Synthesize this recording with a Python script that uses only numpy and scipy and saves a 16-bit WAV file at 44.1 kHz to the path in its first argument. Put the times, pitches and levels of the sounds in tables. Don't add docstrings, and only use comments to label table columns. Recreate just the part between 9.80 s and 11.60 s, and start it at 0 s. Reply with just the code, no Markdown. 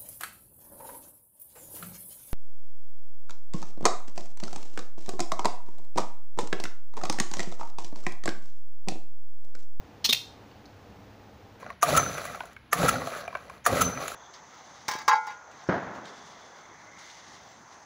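import sys
import numpy as np
from scipy import signal
from scipy.fft import rfft, irfft
from scipy.io import wavfile
from scipy.ndimage import uniform_filter1d

SR = 44100
rng = np.random.default_rng(int(sys.argv[2]) if len(sys.argv) > 2 else 0)


def to_wav(s):
    ch = np.atleast_2d(s).T
    pcm = np.round(np.clip(ch, -1, 1) * 32767)
    wavfile.write(sys.argv[1], SR, pcm.astype(np.int16))


def natural_amplitude(level_db):
    exponent = np.asarray(level_db, float) / 20
    return 10 ** exponent


N = 79380

# start in seconds [s], level in dB [dB].
RATTLE_CONTACTS = [(.2418, -41), (.2432, -25.5), (.2448, -23.5), (.247, -25), (.2492, -20), (.2512, -17.5),
                   (.2545, -20), (.2565, -26.5), (.26, -18.5), (.262, -29), (.2665, -31), (.27, -54),
                   (.279, -38)]
STRIKE_CONTACTS = [(.29, -19.5), (.2915, -14), (.2945, -13.5), (.2968, -18), (.2995, -19), (.302, -29.5),
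                   (.3045, -29.5), (.3068, -15), (.3094, -29), (.313, -37), (.316, -24)]
CATCH_CONTACTS = [(.3254, -20.5), (.3266, -15), (.3286, -14.5), (.3304, -11.5), (.3332, -18), (.3345, -28),
                  (.3365, -28), (.338, -40.5), (.3402, -32), (.3455, -23), (.348, -25)]
SOFT_TICK_CONTACTS = [
    (.711, -61),
    (.714, -49),
]
TICK_CONTACTS = [
    (.856, -44),
    (.861, -46),
]
# start in seconds [s], level in dB [dB].
FRAME_CONTACTS = [
    (.331, -35.5),
]
WRIST_CONTACTS = [
    (.29, -22.5),
]
PALM_CONTACTS = [
    (0.328, -32.5),
]
KNUCKLE_CONTACTS = [
    (.248, -30),
]

# frequency in Hz [Hz], level in dB [dB], t60 in seconds [s].
CHAIN_MODES = [(1900, -15, .02), (2550, -8, .025), (2925, -7, .03), (3440, -3, .03), (4170, 0, .035),
               (4390, -4, .03), (4900, -4, .025), (5530, -4, .03), (6060, -6, .025), (6850, -12, .02),
               (7920, -17, .015), (10300, -17, .012), (14650, -15, .015)]
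BOW_MODES = [(2080, -20, .03), (3050, -13, .03), (3570, -2, .035), (3750, 0, .035), (3970, -7, .03),
             (4190, -10, .03), (4940, -12, .02), (5400, -14, .02), (6410, -16, .02), (6940, -18, .02),
             (10000, -27, .03), (14800, -21, .03)]
PAWL_MODES = [(2150, -9, .012), (2480, -6, .012), (2760, -2, .015), (3190, -5, .014), (3630, 0, .018),
              (4175, -5, .02), (4620, -10, .015), (5240, -7, .02), (5560, -11, .015), (6500, -17, .012),
              (9250, -19, .04), (11600, -23, .015), (13630, -20, .04), (14900, -13, .015)]
SOFT_LINK_MODES = [(2150, -2, 0.022), (2920, 0, 0.018), (4480, -2, 0.031)]
LINK_MODES = [(4420, 3.5, 0.01), (4940, -3.5, 0.016), (5340, -6, 0.016), (6150, -7, 0.018)]
FRAME_MODES = [(2720, -8, .2), (3187, -10, .2), (3592, -6, .33), (3668, 0, .45), (3742, -6, .3),
               (4050, -8, .35), (4820, -12, .3), (5228, -7, .2), (5520, -12, .2), (7300, -16, .27),
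               (9220, -19, .3), (9290, -19, .3), (13630, -21, .27), (14410, -22, .17)]
# frequency in Hz [Hz], level in dB [dB], t60 in seconds [s].
WRIST_MODES = [(238, 0, .07), (425, 0, .045), (740, -5, .03), (1135, -6, .035)]
PALM_MODES = [(155, 0, .07), (410, -4, .04), (520, -5, .04), (870, -5, .04)]
KNUCKLE_MODES = [(520, -5, .05), (895, 0, .07)]

# frequency in Hz [Hz], density in dB per Hz [dB].
CRACK_SPECTRUM = [(500, -21.5), (1400, -23), (2300, -13.5), (3900, -5.5), (6500, -11), (8000, -21),
                  (13000, -21.5), (15000, -16)]
# frequency in Hz [Hz], t60 in seconds [s].
ROOM_DECAY = [(300, 0.21), (2000, 0.25), (5000, 0.42), (10000, 0.3), (15000, .25)]
# frequency in Hz [Hz], density in dB per Hz [dB].
AIR_SPECTRUM = [(25, -27), (70, -6), (170, -12.5), (800, -17), (2200, -26), (6500, -36.5), (8300, -49),
                (13000, -50)]
# time in seconds [s], level in dB [dB].
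AIR_DRIFT = [(0, 0.5), (.6, 0.33), (1.2, .5), (1.4, 0.1), (1.8, -0.24)]
# frequency in Hz [Hz], width in Hz [Hz], level in dB [dB].
DUCT_RESONANCES = [(209, 17, -62), (290, 23, -63.5), (423.5, 10, -69.5), (480, 40, -64.5), (797, 120, -62)]

STEEL_RISE_T60_S, FLESH_RISE_T60_S = 0.0013, 0.015
BOUNCE_GAP_S, BOUNCE_DB = 0.00093, -3.5
CRACK_T60_S, CRACK_RISE_S = 0.013, 0.00082
MODE_SCATTER_DB = 1.5
HUM_HZ, HUM_WIDTH_HZ = 101.3, 15


def level(x, db):
    return x * natural_amplitude(db) / np.sqrt(np.mean(x ** 2))


def colour(x, points):
    hz, db = np.array(points).T
    f = np.arange(len(x) // 2 + 1) * SR / len(x) + 1
    gain = natural_amplitude(np.interp(np.log(f), np.log(hz), db))
    return irfft(rfft(x) * gain, len(x))


def decay_pole(t60):
    return np.exp(-np.log(1000) / (t60 * SR))


def ring(x, hz, t60):
    pole = decay_pole(t60) * np.exp(2j * np.pi * hz / SR)
    return signal.lfilter([1], [1, -pole], x).imag


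def contact_pushes(contacts, bounces):
    push = np.zeros((len(contacts), N))
    for k, (start, db) in enumerate(contacts):
        push[k, int(start * SR)] = natural_amplitude(db)
        times = start + BOUNCE_GAP_S * np.cumsum(rng.exponential(1, bounces))
        loss_db = BOUNCE_DB * np.arange(1, bounces + 1)
        np.add.at(push[k], (times * SR).astype(int), natural_amplitude(db + loss_db))
    return push


def ring_modes(push, modes, rise_t60):
    out = np.zeros(N)
    for hz, db, t60 in modes:
        sign = np.sign(rng.standard_normal(len(push)))
        strength = natural_amplitude(MODE_SCATTER_DB * rng.standard_normal(len(push)))
        z = ring((sign * strength) @ push, hz, t60)
        z = ring(z, hz, rise_t60)
        energy = np.sum(push ** 2) * t60 * SR / (4 * np.log(1000))
        out += natural_amplitude(db) * z * np.sqrt(energy / np.sum(z ** 2))
    return out


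def crack(push):
    fade = signal.lfilter([1], [1, -decay_pole(CRACK_T60_S)], push.sum(axis=0))
    rise = 1 / (CRACK_RISE_S * SR)
    fade = signal.lfilter([rise], [1, rise - 1], fade)
    return fade * level(colour(rng.standard_normal(N), CRACK_SPECTRUM), 0)


def hits(contacts, modes, crack_db, rise_t60=STEEL_RISE_T60_S, bounces=1):
    push = contact_pushes(contacts, bounces)
    return ring_modes(push, modes, rise_t60) / 2 + natural_amplitude(crack_db) * crack(push)


def cuff_steel():
    rattle = hits(RATTLE_CONTACTS, CHAIN_MODES, crack_db=-5.5)
    strike = natural_amplitude(-0.5) * hits(STRIKE_CONTACTS, BOW_MODES, crack_db=-12)
    catch = natural_amplitude(0.54) * hits(CATCH_CONTACTS, PAWL_MODES, crack_db=-9.5)
    soft_tick = hits(SOFT_TICK_CONTACTS, SOFT_LINK_MODES, crack_db=-20)
    tick = hits(TICK_CONTACTS, LINK_MODES, crack_db=-21)
    return rattle + strike + catch + soft_tick + tick


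def cuff_frame():
    return hits(FRAME_CONTACTS, FRAME_MODES, crack_db=-47)


def flesh():
    soft = dict(crack_db=-22, rise_t60=FLESH_RISE_T60_S, bounces=0)
    wrist = hits(WRIST_CONTACTS, WRIST_MODES, **soft)
    palm = hits(PALM_CONTACTS, PALM_MODES, **soft)
    knuckle = hits(KNUCKLE_CONTACTS, KNUCKLE_MODES, **soft)
    return wrist + palm + knuckle


def band_noise(low_hz, high_hz, count):
    sos = signal.butter(2, [low_hz, high_hz], "band", fs=SR, output="sos")
    return signal.sosfilt(sos, rng.standard_normal(count))


def room(x):
    t = np.arange(SR // 2) / SR
    hz, t60 = np.array(ROOM_DECAY).T
    tail = np.zeros(len(t))
    for f in 150 * 2 ** np.arange(0, 7, .5):
        band = band_noise(f * 2 ** -.25, f * 2 ** .25, len(t))
        tail += band * natural_amplitude(-60 * t / np.interp(np.log(f), np.log(hz), t60))
    tail *= np.clip(t / 0.004, 0, 1)
    tail /= np.sqrt(np.sum(tail ** 2))
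    return natural_amplitude(-11.5) * signal.fftconvolve(x, tail)[:N]


def resonance(hz, width_hz, db):
    t60 = np.log(1000) / np.pi / width_hz
    return level(ring(rng.standard_normal(N), hz, t60), db)


def ventilation():
    k = SR // 6
    swell = uniform_filter1d(np.repeat(rng.standard_normal(N // k + 1), k), k)[:N]
    flow = level(colour(rng.standard_normal(N), AIR_SPECTRUM), -53.5)
    flow += sum(resonance(*row) for row in DUCT_RESONANCES)
    drift_db = np.interp(np.arange(N) / SR, *np.array(AIR_DRIFT).T)
    return flow * natural_amplitude(-0.3 * swell + drift_db)


def hum():
    tone = np.sin(2 * np.pi * HUM_HZ * np.arange(N) / SR)
    return resonance(HUM_HZ, HUM_WIDTH_HZ, -60.5) + level(tone, -60.5)


def microphone_hiss():
    return level(band_noise(14450, 15350, N), -79)


def scene():
    close = cuff_steel() + flesh()
    background = ventilation() + hum() + microphone_hiss()
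    return (close + cuff_frame() + room(close) + background)[None]


def roll_off(x):
    return signal.sosfilt(signal.butter(12, 16180, fs=SR, output="sos"), x)


def record(dry):
    top_cut = signal.ellip(8, .2, 36, 15420, fs=SR, output="sos")
    return roll_off(signal.sosfilt(top_cut, dry))


dry = scene()
out = record(dry)
to_wav(out)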